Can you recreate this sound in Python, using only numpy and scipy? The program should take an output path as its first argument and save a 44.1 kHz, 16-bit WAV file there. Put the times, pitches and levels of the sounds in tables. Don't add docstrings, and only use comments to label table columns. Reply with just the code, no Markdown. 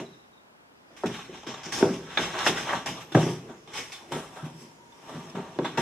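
import sys
import numpy as np
from scipy import signal
from scipy.fft import rfft, irfft, next_fast_len
from scipy.io import wavfile
from scipy.ndimage import uniform_filter1d

SR = 44100
rng = np.random.default_rng(int(sys.argv[2]) if len(sys.argv) > 2 else 0)


def natural_amplitude(level_db):
    exponent = np.asarray(level_db, float) / 20
    return 10 ** exponent


def pcm_store(signal):
    levels = np.round(np.clip(np.atleast_2d(signal), -1, 1) * 32767)
    wavfile.write(sys.argv[1], SR, levels.astype(np.int16).T)


N = 256220

# (time [s], peak level [dB], contact length [s], favoured board pitch [Hz])
TAPS = [
    (1.0358, -18.5, 0.0066, 1030),
    (1.433, -55, .008, 950),
    (1.828, -15, 0.012, 805),
    (2.668, -27, 0.015, 930),
    (2.69, -26, 0.039, 1410),
    (2.731, -17.5, 0.0078, 990),
    (3.148, -12.5, 0.011, 810),
    (4.1205, -25.5, 0.0058, 1000),
    (5.589, -24.5, 0.0078, 880),
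    (5.646, -27, 0.0079, 950),
]
# (time [s], peak level [dB], contact length [s], favoured board pitch [Hz])
SLAPS = [(.001, -30, 0.042, 310), (1.04, -19, 0.023, 336), (1.09, -28.5, 0.027, 308),
         (1.827, -4, 0.0026, 432), (1.838, -21, 0.015, 335), (2.859, -28.5, 0.027, 800),
         (3.149, -7, 0.0095, 400), (3.1714, -10.5, 0.0044, 395), (4.436, -36.5, 0.017, 160),
         (5.348, -28.5, 0.0077, 247), (5.5885, -17, 0.004, 460), (1.05, -27.5, 0.05, 130),
         (1.49, -36, 0.033, 130), (2.89, -33, 0.033, 133), (5.781, -20, 0.026, 148)]
# (time [s], peak level [dB], contact length [s], favoured board pitch [Hz])
STEPS = [(.903, -47, 0.041, 540), (1.288, -33.5, 0.0074, 343), (1.465, -30.5, 0.037, 385),
         (1.661, -32, 0.018, 380), (1.807, -21, 0.014, 517), (1.887, -19, 0.013, 310),
         (2.184, -23.5, 0.033, 432), (2.353, -29, 0.052, 666), (2.463, -20, 0.011, 850),
         (2.485, -21, 0.022, 296), (2.568, -22, 0.016, 1150), (2.745, -31, 0.013, 136),
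         (3.119, -34, 0.011, 340), (3.153, -8.5, 0.0034, 138), (3.186, -23, 0.034, 174),
         (3.262, -21.5, 0.037, 385), (3.488, -35.5, 0.019, 402), (3.679, -42, 0.018, 343),
         (4.018, -44.5, 0.035, 660), (4.139, -25.5, 0.016, 198), (4.362, -38.5, 0.13, 1080),
         (4.625, -43, 0.029, 266), (5.118, -39.5, 0.017, 400), (5.135, -37, 0.0076, 195),
         (5.365, -26.5, 0.027, 295), (5.609, -29, 0.062, 325), (5.775, -19.5, 0.013, 1010)]


def landings():
    return (paws(TAPS, hardness=0.71, focus_db=64, floor_db=-50)
            + paws(SLAPS, hardness=0.85, focus_db=23, floor_db=-20)
            + paws(STEPS, hardness=0.32, focus_db=17.5, floor_db=-20))


# (time [s], peak level [dB], contact length [s], pitch [Hz])
RAPS = [(1.056, -30, .008, 1730), (1.066, -38, 0.0065, 3520), (1.098, -33, .006, 1160),
        (2.179, -21, 0.024, 1960), (1.633, -50, 0.0029, 1830), (1.722, -28, 0.0042, 2300),
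        (2.69, -24.5, .008, 1520), (2.706, -24, 0.0086, 1140), (2.731, -20, 0.0056, 1620),
        (3.149, -17.5, 0.0087, 1560), (3.154, -18, .01, 706), (3.176, -22, 0.0049, 1120),
        (4.37, -48, 0.017, 950), (5.356, -36.5, 0.0072, 1170)]
# (time [s], peak level [dB], contact length [s], pitch [Hz])
SETTLES = [(.003, -29, 0.018, 314), (1.064, -26, 0.016, 302), (1.105, -35, 0.0073, 422),
           (3.163, -15.5, 0.011, 163), (3.184, -21.5, 0.011, 397), (3.227, -20.5, 0.0052, 328),
           (4.422, -29.5, 0.024, 168), (4.614, -41.5, 0.0098, 327), (5.138, -30.5, 0.035, 218),
           (5.384, -28.5, 0.0091, 206), (1.834, -22, 0.012, 143), (1.838, -18, 0.017, 516),
           (2.875, -39, 0.015, 133), (4.46, -35, 0.0076, 220), (2.463, -15.5, 0.0094, 750),
           (5.778, -24, 0.0059, 1050)]
# (time [s], peak level [dB], contact length [s],
# pitch [Hz])
MORE_RAPS = [(1.145, -34, .012, 2100), (1.19, -37, 0.014, 1240), (1.195, -43.5, .012, 3100),
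             (1.345, -41, .01, 1100), (1.434, -48, .008, 2500), (2.4, -40, .006, 1600), (2.352, -28, 0.011, 800),
             (2.759, -26.5, .001, 1300), (2.88, -31.5, .012, 990), (3.674, -51, 0.0038, 3600),
             (3.676, -48, .005, 2400), (3.694, -47.5, .006, 3100), (3.785, -36, 0.021, 520),
             (3.93, -42, 0.028, 3200), (4.01, -45, .01, 1000), (4.111, -38, 0.0028, 500),
             (4.13, -39.5, 0.014, 3100), (4.166, -27.5, 0.0043, 620), (3.9, -40.5, .004, 950),
             (5.358, -41, .005, 2100), (5.66, -32, .008, 3200), (5.596, -49, 0.0082, 2240),
             (1.433, -39.5, .01, 950), (2.473, -14.5, 0.0012, 740), (3.17, -13, .001, 600),
             (5.7755, -24, .003, 1120), (4.505, -44, .008, 240), (3.535, -48, .01, 1160),
             (5.595, -20, .002, 450), (4.922, -51, 0.006, 3500), (5.52, -44, 0.0056, 290),
             (2.715, -29, 0.019, 1100), (1.67, -38, 0.013, 770), (1.74, -33, 0.011, 4300)]


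def small_touches():
    spot = dict(focus_db=65, floor_db=-24, spread_db=2.0, board_share=0.17)
    return (paws(RAPS, hardness=0.68, **spot) + paws(SETTLES, hardness=0.15, **spot)
            + paws(MORE_RAPS, hardness=0.7, **spot))


def paws(blows, hardness, **board):
    out, t = np.zeros(N), np.arange(4000) / SR
    swell = 1 - np.exp(-t / (0.0061 * (1 - hardness) ** 2 + 1e-4))
    for s, peak_db, length, pitch_hz in blows:
        force = rng.standard_normal(4000) * np.exp(-t / max(length, 0.001)) * swell
        force[0] += 10.5 * hardness ** 2
        add(out, s, natural_amplitude(peak_db) * knock(force, pitch_hz, ring_share=0.76, **board))
    return out


# (time [s], peak level [dB], pitch [Hz], length [s])
TICKS = [(1.06, -54, 3750, 0.0091), (1.726, -29, 2300, 0.0091), (1.827, -29, 2000, 0.0028),
         (2.104, -36.5, 3330, 0.049), (2.1737, -10, 1780, 0.0065), (2.465, -13, 2980, 0.0088),
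         (3.121, -33.5, 3800, 0.014), (3.149, -20, 1900, 0.0052), (3.93, -57, 3100, 0.025),
         (4.114, -44, 3000, 0.006), (5.5885, -28, 3700, 0.0022), (5.646, -26, 1940, 0.029),
         (5.774, -27, 2780, 0.0076)]


def claws():
    out, t = np.zeros(N), np.arange(2000) / SR
    for s, peak_db, pitch_hz, length in TICKS:
        force = rng.standard_normal(2000) * np.exp(-t / max(length, 0.0005))
        force[0] += 5.5
        hit = knock(force, pitch_hz, ring_share=0.3, focus_db=74.0, floor_db=-4.0, thud_db=-15.0)
        add(out, s, natural_amplitude(peak_db) * hit)
    return out


# (frequency [Hz], level [dB], decay time t60 [s])
BOARD = [(127.8, -4.5, 0.13), (159, -10, 0.18), (195, -29, 0.076), (240.3, 2, 0.079), (282.4, -18, 0.11),
         (335.2, 5, 0.082), (390.3, 9.5, 0.084), (432, 1, 0.04), (492, -10, 0.11), (565, -0.5, 0.045),
         (637, -27, 0.17), (706, 15.5, 0.021), (754, -2, 0.029), (870, -2, 0.026), (920, 7, 0.025),
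         (1010, -2, 0.035), (1160, -16, 0.032), (1328, -5, 0.054), (1520, 11.5, 0.02), (1620, 12, 0.021),
         (1860, 20, 0.014), (2228, -2, 0.039), (2530, 25, 0.0091), (3065, -18, 0.035), (3520, 10.5, 0.059),
         (3800, 17, 0.01), (4100, -22, 0.015)]
WAVES = np.sin(2 * np.pi * np.array(BOARD)[:, :1] * np.arange(SR // 5) / SR)


def knock(force, pitch_hz, ring_share, focus_db, floor_db, spread_db=6.0, thud_db=-15.5, board_share=1):
    t, (hz, level_db, t60) = np.arange(SR // 5) / SR, np.transpose(BOARD)
    near_db = np.maximum(-focus_db * np.log2(hz / pitch_hz) ** 2, floor_db)
    chance_db = spread_db * rng.standard_normal(len(BOARD))
    modes = WAVES * np.exp(-np.log(1000) * t / (t60[:, None] * ring_share))
    ringing = natural_amplitude(board_share * level_db + near_db + chance_db) @ modes
    force = part(force, pitch_hz / 2.8, min(2.6 * pitch_hz, 9000), order=2)
    hit = top_one(signal.fftconvolve(force, ringing))
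    hit[:len(force)] += natural_amplitude(thud_db) * top_one(force)
    return top_one(hit)


# (time [s], claw level [dB], time to fade 20 dB [s],
# board pitch [Hz], pad rub relative to claw [dB])
SKIDS = [(0., -40.5, 0.0535, 680, 11), (0.966, -47, 0.17, 1620, -2), (1.06, -35, 0.05, 920, -3),
         (1.336, -48.5, 0.22, 1830, 4.5), (1.433, -44, 0, 1000, -2), (1.468, -37.5, 0.29, 1160, 4.5),
         (1.634, -40, 0.3, 1670, -12), (1.723, -32, 0.24, 2020, -24), (1.84, -45.5, 0.17, 720, 16.5),
         (2.177, -31.5, 0.27, 1600, 13), (2.353, -43.5, -0.03, 900, 9), (2.86, -30, 0.1355, 1010, -6),
         (3.12, -46, 0.3, 690, -2), (3.146, -31, 0.16, 695, 12), (3.675, -50.5, 0.24, 850, 9),
         (3.736, -39, 0.29, 2260, -2), (3.92, -41.5, 0.14, 2840, -4.5), (4.121, -36.5, 0.19, 880, 9),
         (5.352, -45.5, 0.23, 980, 16), (5.587, -46, -0.25, 680, 10), (5.648, -37, 0.04, 1110, 11),
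         (5.774, -30.5, 0.2, 1060, 6.5)]
# (peak time [s], claw level [dB], time to fade 20 dB [s],
# board pitch [Hz], pad rub relative to claw [dB])
SWIPES = [(1.146, -40, 0.23, 1820, 0), (1.199, -50, 0.13, 1360, 9), (1.545, -40, -0.13, 1160, 9.5),
          (1.791, -31, 0.1, 780, -1), (1.94, -41.5, 0.1, 860, 0), (2.134, -44, 0.34, 1470, 7.5),
          (2.226, -31, 0.15, 1520, -8), (2.413, -29.5, 0.19, 1420, 5), (2.474, -20, 0.06, 870, -7),
          (2.584, -30.5, 0.16, 1150, -1.5), (2.7, -34.5, 0.12, 1310, 9), (2.743, -33.5, 0.13, 1180, 7),
          (2.92, -65, 0.7, 1550, 1.5), (2.98, -44, 0.1, 766, 8.5), (3.015, -42, .04, 1550, -2),
          (3.22, -36, 0.176, 690, 4.5), (3.3, -42, 0.14, 690, 0), (3.776, -32.5, 0.09, 1930, -2),
          (4.372, -48, 0.13, 920, 11), (4.458, -47.5, 0.07, 860, 10), (4.61, -53, 0.15, 1160, -12),
          (5.095, -48.5, 0.06, 800, 13.5), (5.148, -47.5, 0.35, 1000, 10), (5.55, -56.5, 1, 710, 6),
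          (5.805, -33.5, 0.03, 1600, 3), (3.499, -53, 0.1, 1200, 13), (5.67, -41, 0.14, 1880, 15),
          (3.93, -42, -0.04, 3000, -15), (4.16, -44.5, 0.14, 2490, 1), (2.39, -29, -0.35, 1530, -3),
          (1.07, -42, -0.03, 1500, 8), (5.3, -51, -0.54, 1000, -15), (1.36, -46, 0.12, 1100, 1.5),
          (4.125, -40, 0.02, 3000, -7), (2.675, -37.5, 0.05, 910, 4), (4.5, -51, -0.14, 900, 12),
          (1.58, -42.5, 0, 1100, -3), (1.66, -40.5, 0.02, 1700, -21), (1.94, -45, 0, 2500, -3)]
# (time [s], level [dB], time to fade 20 dB [s])
SHOVES = [(0., -28, 0.13), (1.05, -33, -0.13), (1.29, -33, 0.36), (1.49, -25, -0.62), (1.76, -24.5, 0.3),
          (1.84, -18.5, 0.29), (2.21, -18.5, 0.17), (2.54, -23.5, 0.3), (2.77, -18.5, 0.01),
          (2.88, -26, 0.3), (3.15, -17, 0.07), (3.22, -24.5, 0.36), (3.3, -24, 0), (3.46, -30.5, 0.2),
          (3.74, -35.5, 0.2), (3.81, -39, 0.35), (4.13, -21.5, 0.155), (4.46, -36.5, 0.64),
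          (5.15, -32.5, 0.6), (5.37, -23, 0.12), (5.62, -21, 0.26), (5.79, -17, -1.5)]
# (time [s], claw level [dB])
STIR = [(0, -56), (.5, -83), (.89, -70.5), (1.0, -58), (2.8, -56), (3.6, -63), (4.0, -61.5), (4.55, -59),
        (4.8, -66), (5.0, -60.5), (5.81, -56.5)]
# (time [s], level [dB])
COAT = [(0, 1.5), (1.1, 0.5), (1.3, -2.5), (1.5, 2), (1.6, 0), (1.7, 1), (1.75, 0.5), (2.3, -0.5),
        (3.15, 1), (3.27, 4.5), (3.4, 1.5), (3.6, 2.5), (3.75, 1), (3.9, 3.5), (4.05, 0.5), (4.2, 2.5),
        (4.7, 2.5), (5.2, 2.5), (5.4, 1)]


def motion():
    when = np.arange(0, N, 32) / SR
    stir = natural_amplitude(2 * in_time(STIR, when)[0])
    power = np.vstack([strokes(SKIDS, rise_share=0.013, grip=1),
                       strokes(SWIPES, rise_share=0.62, grip=1.12), stir])
    stir_row = (950, -3.5)
    pitch_hz, pad_db = np.array([row[3:] for row in SKIDS + SWIPES] + [stir_row]).T
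    fur_db = np.append(-6.5 - 0.27 * pad_db[:-1], -4.5)
    claw = power.sum(0)
    drag = strokes(SHOVES, rise_share=0.33).sum(0) + natural_amplitude(2 * 12.5) * stir
    pad = natural_amplitude(2 * pad_db) @ power
    fur = natural_amplitude(2 * fur_db) @ power * natural_amplitude(2 * in_time(COAT, when)[0])
    levels_db = 10 * np.log10([claw, drag, pad, fur])
    place_hz = np.exp(np.log(pitch_hz) @ power / claw)
    return in_time(np.transpose([when, *levels_db, place_hz]))


def strokes(rows, rise_share, grip=1):
    s, level_db, fade_s = np.array([row[:3] for row in rows]).T[:, :, None]
    t = (np.arange(0, N, 32) / SR - s) / np.maximum(fade_s, 0.01)
    away = np.where(t < 0, -t / rise_share, t)
    return natural_amplitude(2 * (level_db - 20 * away ** grip))


# (frequency [Hz], density [dB per Hz])
DRAG = [(24, -44.5), (40, -41), (126, -6.5), (193, -8), (326, -5.5), (594, -6), (842, 8), (979, -15),
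        (1080, 2), (1290, -14), (5620, -16.5), (6900, -25.5), (7900, -26.5), (11600, -36), (15700, -48.5)]
# (time [s], level [dB])
SHEEN = [(0, 0), (1.2, 0), (1.4, -3), (1.68, -6.5), (1.75, -1), (2.3, -2), (2.9, -1), (3.25, 0.5), (3.5, 1),
         (3.8, -1), (3.93, 1), (4.05, 2), (4.2, 4.5), (4.7, 2.5), (5.2, 2), (5.8, -0.5)]


def sliding(moves):
    claw_db, drag_db, pad_db, fur_db, pitch_hz = moves
    coarse, fine = slips(2500, size_db=4.0), slips(14000, size_db=3.0)
    board, place = np.zeros(N), np.zeros(N)
    for k, (hz, _, t60) in enumerate(BOARD[:18]):
        board += ring(coarse, hz, t60) / np.sqrt(t60) * (-1) ** k
    for hz, _, t60 in BOARD[10:]:
        near = natural_amplitude(-19.0 * np.log2(hz / pitch_hz[::64]) ** 2)
        place += ring(coarse * np.repeat(near, 64)[:N], hz, t60) / np.sqrt(t60)
    place = place / np.sqrt(uniform_filter1d(place ** 2, 4000) + 1e-9)
    place_db = uniform_filter1d(np.where(pitch_hz < 1500, pad_db, claw_db), 200) - 7.5
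    wood = colour(rms_one(coarse) + natural_amplitude(-2.0) * rms_one(board), DRAG)
    grain = patchy(colour(rms_one(fine) + 0.4 * rms_one(coarse), DRAG))
    return (natural_amplitude(drag_db - 15.0) * part(wood, low_hz=79.5, high_hz=485)
            + natural_amplitude(pad_db - 17.0) * part(wood, low_hz=460, high_hz=1900)
            + natural_amplitude(place_db) * place
            + natural_amplitude(claw_db - 2.5) * part(grain, low_hz=1600, high_hz=4080, order=2)
            + natural_amplitude(fur_db - 0.8) * part(grain, low_hz=4466, high_hz=7140, order=2)
            + natural_amplitude(fur_db + in_time(SHEEN)[0] - 10.5) * part(grain, low_hz=7500, high_hz=14960))


def slips(per_s, size_db):
    sizes = natural_amplitude(size_db * np.minimum(rng.exponential(1, N), 3.5)) * rng.choice([-1, 1], N)
    return sizes * (rng.random(N) < per_s / SR)


def ring(force, hz, t60):
    r, w = natural_amplitude(-60 / (t60 * SR)), 2 * np.pi * hz / SR
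    return signal.lfilter([0, np.sin(w)], [1, -2 * r * np.cos(w), r * r], force)


def patchy(x):
    cells = signal.stft(x, nperseg=256)[2]
    field = rng.standard_normal(cells.shape)
    for axis, size in enumerate([3, 8]):
        for _ in range(2):
            field = uniform_filter1d(field, size, axis=axis)
    return signal.istft(cells * natural_amplitude(1.63 * rms_one(field)), nperseg=256)[1][:N]


def shaking(moves):
    effort_db = uniform_filter1d(np.mean(moves[:2], axis=0), 3000)
    noises = rng.standard_normal((2, N))
    return natural_amplitude(-35 + 0.74 * effort_db) * np.array([part(w, 43.4, 104, order=2) for w in noises])


# (time [s], frequency [Hz], level [dB])
WHISTLE = [
    (2.97, 11300, -84),
    (3.015, 12100, -68),
    (3.05, 13100, -70),
    (3.075, 14000, -77),
    (3.11, 13400, -76),
    (3.155, 12600, -66),
    (3.17, 12500, -90),
]


def toy():
    return warble(WHISTLE, width_hz=50)


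# (frequency [Hz], ratio [dB])
SPREAD = [(60, -24), (110, -37), (200, -65), (380, -20.5), (700, -17), (1290, -4.5), (2380, -5.5),
          (4400, 3), (8120, 0.5), (15000, 0.5)]


def room(x, beside, echo, side_echo):
    mid = x + signal.fftconvolve(x, echo)[:N]
    return mid, colour(signal.fftconvolve(beside, side_echo)[:N], SPREAD)


def walls():
    mid = natural_amplitude(-11.0) * tail(0.8, onset_s=0.0043)
    side = natural_amplitude(-1.5) * tail(0.026, onset_s=0.00081) + natural_amplitude(-13.5) * tail(0.55, onset_s=0.005)
    return mid, side


# (frequency [Hz], decay time t60 [s])
ROOM_T60 = [(100, 0.78), (400, 0.4), (1500, 0.41), (5000, 0.42), (15000, 0.54)]


def tail(t60_share, onset_s):
    t = np.arange(SR // 2) / SR
    out = np.zeros(len(t))
    for low_hz in 60 * 2. ** np.arange(8):
        band = band_pass(rng.standard_normal(len(t)), low_hz, 2 * low_hz, order=2)
        out += band * natural_amplitude(-60 * t / (t60_share * at_hz(ROOM_T60, 1.13 * low_hz)))
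    out = out * (1 - np.exp(-t / onset_s))
    return out / np.sqrt(np.sum(out ** 2))


# (time [s], level [dB], start pitch [Hz], length [s])
BIRDS = [
    (0.044, -53.5, 4260, 0.038),
    (0.113, -56.5, 4230, 0.042),
    (.16, -66, 3900, .015),
    (0.186, -60, 4100, 0.026),
    (.225, -66, 3930, 0.028),
    (0.324, -62, 3970, 0.023),
    (0.362, -61, 4000, 0.03),
]


def birds():
    out, fall_hz_per_s = np.zeros(N), 18500
    for s, db, start_hz, length in BIRDS:
        t = np.arange(round(length * SR)) / SR
        chirp = np.sin(2 * np.pi * (start_hz * t - fall_hz_per_s * t ** 2 / 2))
        add(out, s, natural_amplitude(db) * np.hanning(len(t)) * chirp)
    return out


# (time [s], frequency [Hz], level [dB])
TRILL = [
    (.74, 4850, -93),
    (.78, 4850, -74),
    (.82, 4850, -93),
    (.9, 4870, -72.5),
    (1.0, 5240, -110),
    (4.3, 4660, -143),
    (4.65, 4850, -73.5),
    (4.8, 4850, -94),
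]
# (time [s], frequency [Hz], level [dB])
TRILL_HIGH = [
    (3.42, 6670, -90),
    (3.53, 6700, -71),
    (3.68, 6740, -78),
    (3.8, 6760, -90),
    (4.6, 6600, -91.5),
    (4.75, 6730, -74),
    (4.95, 6530, -77.5),
    (5.05, 6600, -91),
]


def insects():
    return warble(TRILL, width_hz=150) + warble(TRILL_HIGH, width_hz=250)


# (time [s], frequency [Hz], level [dB])
HUM = [
    (4.3, 973, -60.5),
    (4.7, 960, -64.5),
    (5.0, 948, -64),
    (5.1, 970, -85),
]


def household():
    return warble(HUM, width_hz=38)


def warble(rows, width_hz):
    hz, db = in_time(rows)
    low_pass = signal.butter(2, width_hz, fs=SR, output="sos")
    slow = signal.sosfilt(low_pass, rng.standard_normal((2, N)))
    carrier = np.exp(2j * np.pi * np.cumsum(hz) / SR)
    sounding = (np.arange(N) > rows[0][0] * SR) & (np.arange(N) < rows[-1][0] * SR)
    return natural_amplitude(db) * sounding * rms_one(np.real((slow[0] + 1j * slow[1]) * carrier))


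# (frequency [Hz], density [dB per Hz])
AIR = [(24, -52), (40, -20), (213, -3.5), (369, -5.5), (429, -5.5), (486, -7.5), (908, -7), (1170, -11),
       (1570, -14), (2070, -20.5), (3010, -23), (10800, -34), (13800, -37), (15700, -38)]
# (frequency [Hz], ratio [dB])
AIR_SIDE = [(60, -23), (110, -6), (200, -7), (380, 0.5), (700, 0.5), (1290, 4.5), (2380, 10), (4400, 6),
            (8120, 4), (15000, 2)]


def room_air():
    white = rng.standard_normal((2, N))
    mid = colour(white[0], AIR)
    level = natural_amplitude(-60.5) / np.std(mid)
    return level * mid, level * colour(white[1], AIR, AIR_SIDE)


def add(out, s, sound):
    at = round(s * SR)
    out[at:at + len(sound)] += sound[:N - at]


def rms_one(x):
    return x / np.sqrt(np.mean(x ** 2) + 1e-20)


def top_one(x):
    return x / np.abs(x).max()


def band_pass(x, low_hz, high_hz, order):
    return signal.sosfilt(signal.butter(order, [low_hz, high_hz], "band", fs=SR, output="sos"), x)


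def part(x, low_hz, high_hz, order=3):
    return rms_one(band_pass(x, low_hz, high_hz, order))


def in_time(rows, when=None):
    s, *columns = np.transpose(rows)
    when = np.arange(N) / SR if when is None else when
    return [np.interp(when, s, c) for c in columns]


def at_hz(points, hz):
    point_hz, value = np.transpose(points)
    return np.interp(np.log(hz), np.log(point_hz), value)


def colour(x, *spectra):
    size = next_fast_len(N)
    hz = np.maximum(np.fft.rfftfreq(size, 1 / SR), 1)
    return irfft(rfft(x, size) * natural_amplitude(sum(at_hz(s, hz) for s in spectra)), size)[:N]


def scene():
    moves, echoes = motion(), walls()
    calls = birds()
    far = natural_amplitude(-0.6) * calls + signal.fftconvolve(calls, echoes[0])[:N] + insects() + household()
    points = landings() + small_touches() + claws() + toy() + far
    slide, slide_beside = sliding(moves), sliding(moves)
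    heard = room(points + slide, points + slide_beside, *echoes)
    bass_cut = signal.butter(4, 120, "high", fs=SR, output="sos")
    mid, side = signal.sosfilt(bass_cut, heard)
    rumble, air = shaking(moves), room_air()
    mid = mid + air[0] + rumble[0]
    side = side + air[1] + natural_amplitude(-16) * rumble[1]
    return np.array([natural_amplitude(0.25) * (mid + side), mid - side])


def band_limit(x):
    return signal.sosfilt(signal.butter(12, 15810, fs=SR, output="sos"), x)


def record(dry):
    rounded = 1.5 * np.tanh(dry / 1.5)
    top_cut = signal.cheby2(20, 60, 16000, fs=SR, output="sos")
    finished = signal.sosfilt(top_cut, rounded)
    return band_limit(finished)


dry = scene()
out = record(dry)
pcm_store(out)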